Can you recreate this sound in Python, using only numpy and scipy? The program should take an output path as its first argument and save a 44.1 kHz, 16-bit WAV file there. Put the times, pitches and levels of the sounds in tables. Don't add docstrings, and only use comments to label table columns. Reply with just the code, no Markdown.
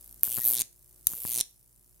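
import sys
import numpy as np
from scipy import signal
from scipy.fft import rfft, irfft
from scipy.io import wavfile
from scipy.ndimage import uniform_filter1d

SR = 44100
rng = np.random.default_rng(int(sys.argv[2]) if len(sys.argv) > 2 else 0)


def waveform_to_disk(signal):
    frames = np.transpose(np.atleast_2d(signal))
    scaled = np.clip(frames, -1, 1) * 32767
    samples = np.round(scaled).astype(np.int16)
    wavfile.write(sys.argv[1], SR, samples)


N = 88200
MAINS_HZ = 60.0
HALF_CYCLE_S = .5 / MAINS_HZ
SPARK_SAMPLES = 512

# [t/s, level/dB, sound travel along the channel/s, far end of the channel/dB, stretch, thud/dB, pan/dB]
BREAKDOWNS = [(0.2335, -16.5, 0.00061, -17.5, 0.23, -52.5, 3.5),
              (1.0698, -19.5, 0.0013, -7.5, 0.4, -45.5, 7)]
# [t/s, spark level/dB, stretch, thud/dB, pan/dB]
ARC_CLIMBS = [
    [(.243, -30, 0, -64.5, 3), (.29, -34.5, 0.17, -61.5, 0.5), (.33, -33, 0.22, -63, 2),
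     (.434, -34, 0.15, -67, 4.5), (.452, -25, 0.05, -58, 1), (.478, -23.5, 0, -53.5, 3.5),
     (.54, -28.5, 0.2, -57.5, 2.5), (.585, -34, 0.94, -55, -1), (.602, -25.5, 0.58, -50, 0),
     (.622, -28.5, 0.67, -56, -0.5)],
    [(1.075, -42, 0, -80, -4.5), (1.10, -39, 0.3, -61.5, 3), (1.205, -41.5, 0.04, -73.5, -0.5),
     (1.28, -35, 0.42, -58.5, 1), (1.33, -33, 0.45, -61, -1), (1.382, -31.5, 0.69, -52, -0.5),
     (1.402, -29.5, 0.99, -54, -2.5), (1.413, -19, 0.8, -47, -2)],
]


def undb(db):
    return 10 ** (np.asarray(db) / 20)


def unit(x):
    return x / np.sqrt(np.mean(x ** 2))


def spectrum_db(points, size):
    hz, db = np.array(points, float).T
    return np.interp(np.log(np.fft.rfftfreq(size, 1 / SR) + 1), np.log(hz), db)


def colour(x, points):
    return irfft(rfft(x) * undb(spectrum_db(points, N)), N)


def causal(db):
    cepstrum = irfft(db * np.log(10) / 20)
    cepstrum[1:len(cepstrum) // 2] *= 2
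    cepstrum[len(cepstrum) // 2 + 1:] = 0
    return np.exp(rfft(cepstrum))


def wander(rate_hz):
    hold = int(SR / rate_hz)
    steps = np.repeat(rng.standard_normal(N // hold + 1), hold)
    return unit(uniform_filter1d(uniform_filter1d(steps, hold), hold)[:N])


def add(out, t, sound, pan_db):
    start, fraction = divmod(max(t, 0) * SR, 1)
    start = int(start)
    shift = np.exp(-2j * np.pi * np.fft.rfftfreq(SPARK_SAMPLES) * fraction)
    sound = irfft(rfft(sound) * shift)[:, :N - start]
    out[:, start:start + SPARK_SAMPLES] += sound * undb(np.array([[pan_db], [-pan_db]]) / 2)


def corona(t):
    # [t/s, level/dB]
    levels = [(0, -54), (.15, -56), (.22, -56.5), (.72, -62.5), (.95, -59.5), (1.06, -57), (1.55, -63.5),
              (2, -63)]
    # [f/Hz, level/dB]
    spectrum = [(1470, -63.5), (2500, -30.5), (3600, -19.5), (5270, -13.5), (6920, -11), (9730, -3.5),
                (11500, -2), (15200, -6), (16000, -20.5)]
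    peak_s, width_s, weak_half_db = .0115, .003, -5.5
    ticks_until_s, tick_lead_s = .15, .0015

    def flare(at):
        away = (t - at + HALF_CYCLE_S) % (1 / MAINS_HZ) - HALF_CYCLE_S
        return np.exp(-np.abs(away / width_s) ** 3)
    flares = flare(peak_s) + undb(weak_half_db) * flare(peak_s + HALF_CYCLE_S)
    noise = rng.standard_normal(N) + .98 * rng.standard_normal((2, N))
    flicker = np.exp(.29 * wander(1500))
    hiss = unit(colour(noise, [(600, -36.5)] + list(spectrum)) * flares * flicker)
    out = hiss * undb(np.interp(t, *np.array(levels).T))
    for strike, climb in zip(BREAKDOWNS, ARC_CLIMBS):
        out *= (t < strike[0]) | (t > climb[-1][0])
    for peak in np.arange(peak_s, ticks_until_s, 1 / MAINS_HZ):
        at = peak - tick_lead_s * rng.random()
        tick = spark(np.zeros(1), np.ones(1), stretch=.17, db=-54 + 2 * rng.standard_normal())
        add(out, at, tick, pan_db=2)
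    return out


def room_tone(t):
    # [f/Hz, level/dB before the recorder's gain, unsteadiness]
    hum = [(52.7, -71, 0.37), (116.3, -80.5, 0.72), (358, -85, .45), (600, -93.5, 0.27), (670, -97, .5)]
    # [f/Hz, level/dB]
    rush = [(15, -54), (25, -1.5), (59, -4.5), (82, -9), (117, -3.5), (189, -10), (359, -18.5),
            (389, -17.5), (3000, -32), (3900, -52), (6600, -120)]
    # [t/s, level/dB]
    recorder_gain = [(0, 7), (.2, 7.5), (.68, 1), (1.0, 5), (1.5, 0), (2, 2)]
    air = rng.standard_normal(N) + rng.standard_normal(N) * np.array([[1], [-1]])
    out = undb(-70) * unit(colour(air, list(rush) + [(8000, -30.5)]))
    for hz, db, waver in hum:
        for side in out:
            amplitude = undb(db) * np.sqrt(2) * (1 + waver * wander(11))
            side += amplitude * np.sin(2 * np.pi * hz * t + waver * wander(3.3))
    return out * undb(np.interp(t, *np.array(recorder_gain).T))


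def spark(delays, sizes, stretch, db):
    # [f/Hz, level/dB]
    short_arc = [(300, -50), (1000, -33), (2000, -33.5), (3500, -24.5), (5000, -26.5), (7500, -18.5),
                 (9500, -9), (12300, 2), (14500, -2), (16500, -16.5)]
    # [f/Hz, level/dB]
    long_arc = [(300, -53), (1000, -22.5), (2100, -24), (2700, -12.5), (3600, -5.5), (4900, -8.5),
                (6400, -4.5), (7600, -5), (9200, 0.5), (12000, -5.5), (16500, -19.5)]
    mic_lag_s, mic_imbalance = .000005, .22
    hz = np.fft.rfftfreq(SPARK_SAMPLES, 1 / SR)
    stretch = np.clip(stretch, 0, 1)
    shock = causal((1 - stretch) * spectrum_db(short_arc, SPARK_SAMPLES)
                   + stretch * spectrum_db(long_arc, SPARK_SAMPLES))
    lag, lean = rng.standard_normal((2, 1, len(delays))) * np.array([[1], [-1]])
    delays = delays + mic_lag_s * lag
    delays = delays - delays.min() + 4 / SR
    sizes = sizes * np.exp(mic_imbalance * lean)
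    bends = sizes[..., None] * np.exp(-2j * np.pi * delays[..., None] * hz)
    return -undb(db) * unit(irfft(shock * bends.sum(axis=1)))


def thud(db, corner_hz=426):
    age = 2 * np.pi * corner_hz * np.arange(SPARK_SAMPLES) / SR
    return -undb(db) * unit(np.exp(-age) * (1 - np.exp(-4 * age)))


def fresh_channel(bends=7):
    place = (np.arange(bends) + rng.random(bends)) / bends
    return place - place[0]


def breakdowns():
    out = np.zeros((2, N))
    for at, db, path_s, far_db, stretch, thud_db, pan_db in BREAKDOWNS:
        place = fresh_channel()
        crack = spark(place * path_s, undb(far_db * place), stretch, db)
        add(out, at, crack + thud(thud_db), pan_db)
    return out


def climbing_arcs():
    ignition_s, jitter_s = .0021, .00008
    path_s, writhe_s, shake_s = .0008, .00002, .000006
    far_end_db = [-3, -17.5]
    spark_scatter_db, thud_scatter_db = 1.27, 2
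    strays, stray_db, stray_scatter_db = 2, -18, 4.5
    out = np.zeros((2, N))
    ignitions = np.arange(ignition_s, N / SR, HALF_CYCLE_S)
    for climb in ARC_CLIMBS:
        times, *controls = np.array(climb).T
        place = fresh_channel()
        delays = place * path_s
        for at in ignitions[(ignitions >= times[0]) & (ignitions <= times[-1])]:
            db, stretch, thud_db, pan_db = (np.interp(at, times, column) for column in controls)
            drift, shake, flash = rng.standard_normal((3, len(place)))
            loud, push, late = rng.standard_normal(3)
            delays = delays + writhe_s * drift
            sizes = undb(place * np.interp(stretch, [0, 1], far_end_db)) * np.exp(.34 * flash)
            crack = spark(delays + shake_s * shake, sizes, stretch, db + spark_scatter_db * loud)
            crack += thud(thud_db + thud_scatter_db * push)
            add(out, at - path_s / 2 + jitter_s * late, crack, pan_db)
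            for early in rng.random(strays):
                sizes = rng.standard_normal(len(place))
                level_db = db + stray_db + stray_scatter_db * rng.standard_normal()
                add(out, at - early * HALF_CYCLE_S, spark(delays, sizes, stretch, level_db), pan_db)
    return out


def sizzle(t):
    # [f/Hz, level/dB]
    spectrum = [(200, -15.5), (700, -13.5), (2000, -16), (3400, -6.5), (4800, -10.5), (6500, -6.5),
                (9000, -1.5), (12000, 0.5), (16000, -8.5)]
    base_db, follow = -32, .46
    gain = 0
    for climb in ARC_CLIMBS:
        times, spark_db = np.array(climb).T[:2]
        burning = (t > times[0]) & (t < times[-1])
        gain = gain + undb(base_db + follow * np.interp(t, times, spark_db)) * burning
    noise = rng.standard_normal(N) + .63 * rng.standard_normal((2, N))
    grain = np.exp(.55 * wander(2500))
    return gain * unit(colour(noise * grain, spectrum))


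def pops(t):
    # [t/s, level/dB]
    jolts = [(.2762, -31), (0.3759, -26), (0.3839, -25), (0.3926, -32.5), (1.0695, -22.5), (1.1178, -38.5),
             (1.1347, -31), (1.2508, -23)]
    rise_s, raggedness = .0007, .28
    bumps = 0
    for at, db in jolts:
        age = np.maximum(t - at, 0) / rise_s
        bumps = bumps + undb(db) * age * np.exp(1 - age)
    edge_band = signal.butter(3, [870, 1740], "band", fs=SR, output="sos")
    edge = unit(signal.sosfilt(edge_band, rng.standard_normal(N)))
    low_cut = signal.butter(2, 60, "high", fs=SR, output="sos")
    left = signal.sosfilt(low_cut, bumps * (1 + raggedness * edge))
    right = -.38 * signal.sosfilt(signal.butter(1, 300, fs=SR, output="sos"), left)
    return np.array([left, right])


def whistles(t):
    # [t/s, half-width/s, f/Hz, level/dB]
    tones = [(0.421, 0.0094, 1888, -49.5), (1.183, 0.019, 480, -62)]
    out = np.zeros(N)
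    for at, width_s, hz, db in tones:
        envelope = undb(db) * np.exp(-((t - at) / width_s) ** 2)
        out += envelope * np.sin(2 * np.pi * hz * t + .45 * wander(250))
    return out


def room(direct, t):
    # [f/Hz, level/dB]
    spectrum = [(100, -0.5), (1000, 1.5), (2000, 4.5), (3700, -1.5), (6000, 1), (9000, -3), (12500, -6),
                (16000, -13)]
    first_echo_s = .0012

    def echoes(t60_s, db):
        noise = colour(rng.standard_normal((2, N)), spectrum)
        tail = noise * undb(-60 * t / t60_s) * (t > first_echo_s)
        return undb(db) * unit(tail) / np.sqrt(N)
    response = echoes(t60_s=.078, db=-13.5) + echoes(t60_s=.28, db=-17)
    return direct + signal.fftconvolve(direct.mean(axis=0)[None], response, axes=1)[:, :N]


def scene():
    t = np.arange(N) / SR
    bench = breakdowns() + climbing_arcs() + sizzle(t) + corona(t) + whistles(t)
    return room(bench, t) + pops(t) + room_tone(t)


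def record(dry):
    low_cut = signal.butter(1, 20, "high", fs=SR, output="sos")
    top_cut = signal.ellip(8, .2, 70, 16200, fs=SR, output="sos")
    return signal.sosfilt(top_cut, np.clip(signal.sosfilt(low_cut, dry), -1, 1))


dry = scene()
out = record(dry)
waveform_to_disk(out)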